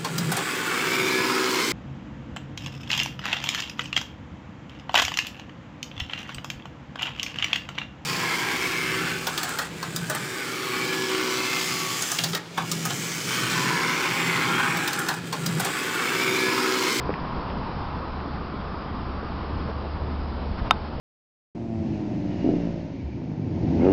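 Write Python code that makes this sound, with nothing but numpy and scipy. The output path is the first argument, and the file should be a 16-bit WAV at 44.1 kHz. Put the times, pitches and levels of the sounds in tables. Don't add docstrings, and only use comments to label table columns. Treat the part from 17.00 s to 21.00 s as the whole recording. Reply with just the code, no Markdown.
import sys
import numpy as np
from scipy import signal
from scipy.fft import rfft, irfft
from scipy.io import wavfile
from scipy.ndimage import uniform_filter1d

SR = 44100
rng = np.random.default_rng(int(sys.argv[2]) if len(sys.argv) > 2 else 0)


def transcribe(signal):
    frames = np.atleast_2d(signal).T
    limited = np.clip(frames, -1, 1)
    pcm = np.round(limited * 32767).astype(np.int16)
    wavfile.write(sys.argv[1], SR, pcm)


N = 176400
T = np.arange(N) / SR
BINS = np.fft.rfftfreq(2048, 1 / SR)
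FRAMES = np.arange(N // 512 + 5) * 512 / SR

# frequency in Hz, relative density in dB.
AIR_COLOUR = [(12, -25.5), (22, -6), (45, -5), (100, -6.5), (210, -6), (320, -11.5), (580, -16), (800, -16),
              (1300, -21.5), (1900, -30), (2800, -32), (3800, -35.5), (5000, -35.5), (7000, -45.5)]
# time in seconds, level in dB.
AIR_LEVEL = [(0, -31.3), (.8, -31), (1.05, -32.5), (1.8, -33), (2.25, -32), (3.1, -33), (3.6, -32.5),
             (4, -33)]
# time in seconds, level in dB, band centre in Hz.
TYRE_ROAR = [(0, -38, 994), (.2, -36, 1016), (.6, -37.5, 958), (.88, -36.5, 973), (1.1, -41, 1095),
             (1.6, -41.5, 1130), (2.3, -40.5, 1110), (2.85, -43, 1020), (3.3, -45.5, 956), (4, -43.5, 866)]
# time in seconds, level in dB.
ENGINE_LEVEL = [(0, -43.5), (.9, -43), (1.3, -39.5), (1.8, -38.5), (2.3, -36), (2.7, -34.5), (3.1, -31.5),
                (3.5, -31.5), (3.6, -39), (4, -39.5)]
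# time in seconds, level in dB.
WIND_LEVEL = [(0, -53), (2.4, -52), (2.9, -43), (3.42, -39), (3.52, -35), (3.57, -38), (3.63, -33),
              (3.72, -39), (3.8, -45), (4, -42)]
# frequency in Hz, relative density in dB.
WIND_TONE = [(10, -20), (25, -4), (45, -0.5), (90, -6.5), (170, -18), (400, -45), (2000, -80)]
# start in seconds, level in dB.
WIND_BUMPS = [(3.509, -21), (3.616, -17)]
# frequency in Hz, gain in dB, seconds to fade 60 dB.
BUMP_RING = [(45, 0, .12), (130, -5, .04)]
# start in seconds, level in dB.
HAND_KNOCKS = [(.0925, -11), (.1025, -18), (2.229, -22.5)]
PLASTIC_TICKS = [(.105, -29), (.14, -19.5), (.502, -29.5), (1.203, -31.5)]
# frequency in Hz, gain in dB, seconds to fade 60 dB.
KNOCK_RING = [(260, -7, 0.026), (470, -1, .022), (850, -5, .009), (1400, -7, .006)]
TICK_RING = [(1850, 0, 0.0085), (2500, -3, 0.0066), (4900, -10.5, .004)]
# start in seconds, length in seconds, level in dB, centre in Hz.
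RUSTLE_CUES = [(0.491, .03, -48.5, 2600), (2.679, 0.041, -34.5, 524), (3.575, .035, -38, 1250),
               (3.64, 0.052, -34, 750)]
# start in seconds, level in dB.
PUTT_CUES = [(3.7089, 0.5)]
# frequency in Hz, gain in dB, seconds to fade 60 dB.
PUTT_RING = [(470, -19, .012), (718, -9.5, 0.017), (1062, -1.4, 0.019), (1310, -6.7, 0.026),
             (1800, -11, 0.012), (2565, -5.3, 0.012), (3250, -6, 0.0039), (3688, -14.2, .025),
             (4850, -18, 0.01), (855, -32, 0.19), (1540, -30, .08)]
# delay in seconds, gain in dB.
PUTT_ECHOES = [(.00137, -7.5), (.0038, -26)]

CONTACT_S = .00047
DRONE_HZ, WAVER_HZ, WAVER_DB, RUMBLE_DB = 73.05, .8, .7, -9
WHINE_HZ, WHINE_DB = 4820, -67.5
SCATTER_DB, SCATTER_T60_S = -28, .18
TREBLE_HZ, TREBLE_FALL_DB_PER_HZ = 5180, .024
CEILING, BAND_EDGE_HZ = .71, 15900


def amp(db):
    return 10 ** (np.asarray(db) / 20)


def unit(x):
    return x / np.sqrt(np.mean(x ** 2) + 1e-20)


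def curve(rows, t, column=1):
    rows = np.array(rows)
    return np.interp(t, rows[:, 0], rows[:, column])


def colour(rows):
    hz, db = np.transpose(rows)
    return np.interp(np.log(BINS + 1), np.log(hz), db)


def hump(centre_hz, octaves):
    return -20 * np.log10(1 + (np.log2((BINS + 1) / centre_hz) / octaves) ** 2 / 2)


def noise(eq_db):
    real, imag = rng.standard_normal((2, len(FRAMES), len(BINS)))
    spectra = (real + 1j * imag) * amp(eq_db)
    return unit(signal.istft(spectra.T, nperseg=2048, noverlap=1536)[1][:N])


def wander(frames):
    jitter = rng.standard_normal(len(FRAMES))
    smooth = uniform_filter1d(uniform_filter1d(jitter, frames), frames)
    return unit(np.interp(T, FRAMES, smooth))


def add(mix, start, sound):
    part = mix[round(start * SR):][:len(sound)]
    part += sound[:len(part)]


def strikes(cues, modes):
    t, out = T[:SR // 5], np.zeros(N)
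    ring = sum((-1) ** k * amp(db - 60 * t / t60) * np.sin(2 * np.pi * hz * t)
               for k, (hz, db, t60) in enumerate(modes))
    attack = np.minimum(t / CONTACT_S, 1)
    for start, db in cues:
        add(out, start, amp(db) * ring * attack)
    return out


def air(flicker_db=.35, patch_db=1.1):
    speckle = rng.standard_normal((len(FRAMES), len(BINS)))
    patches = unit(uniform_filter1d(uniform_filter1d(speckle, size=7, axis=0), size=18, axis=1))
    gain = amp(curve(AIR_LEVEL, T) + flicker_db * wander(frames=3))
    return gain * noise(colour(AIR_COLOUR) + patch_db * patches)


def tyres():
    centre_hz = curve(TYRE_ROAR, FRAMES, column=2)[:, None]
    return amp(curve(TYRE_ROAR, T)) * noise(hump(centre_hz, octaves=.23))


def engine():
    cycles = np.cumsum(DRONE_HZ + WAVER_HZ * wander(frames=10)) / SR
    note = unit(np.sin(2 * np.pi * cycles))
    rumble = amp(RUMBLE_DB) * noise(hump(DRONE_HZ, octaves=.14))
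    return amp(curve(ENGINE_LEVEL, T) + WAVER_DB * wander(frames=6)) * (note + rumble)


def wind():
    gusts = amp(curve(WIND_LEVEL, T)) * noise(colour(WIND_TONE))
    return gusts + strikes(WIND_BUMPS, BUMP_RING)


def whine():
    return amp(WHINE_DB) * unit(np.sin(2 * np.pi * WHINE_HZ * T))


def handling():
    return strikes(HAND_KNOCKS, KNOCK_RING) + strikes(PLASTIC_TICKS, TICK_RING)


def rustles():
    out = np.zeros(N)
    for start, length, db, hz in RUSTLE_CUES:
        swell = np.sin(np.pi * np.clip((T - start) / length, 0, 1))
        out += amp(db) * swell * noise(hump(hz, octaves=.4))
    return out


def putt():
    clack = strikes(PUTT_CUES, PUTT_RING)
    out = clack.copy()
    for delay, db in PUTT_ECHOES:
        add(out, delay, amp(db) * clack)
    t = T[:SR // 3]
    tail = rng.standard_normal(len(t)) * amp(-60 * t / SCATTER_T60_S)
    scatter = signal.fftconvolve(clack, tail / np.linalg.norm(tail))[:N]
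    return out + amp(SCATTER_DB) * scatter


def scene():
    return (air() + tyres() + engine() + wind() + whine() + handling() + rustles() + putt())[None]


def record(dry):
    hz = np.fft.rfftfreq(2 * N, 1 / SR)
    rolloff = amp(-TREBLE_FALL_DB_PER_HZ * np.maximum(hz - TREBLE_HZ, 0))
    dull = irfft(rfft(dry, 2 * N) * rolloff)[:, :N]
    clipped = np.clip(dull, -CEILING, CEILING)
    lowpass = signal.firwin(511, BAND_EDGE_HZ, window=("kaiser", 9), fs=SR)
    return signal.oaconvolve(clipped, lowpass[None], "same")


dry = scene()
out = record(dry)
transcribe(out)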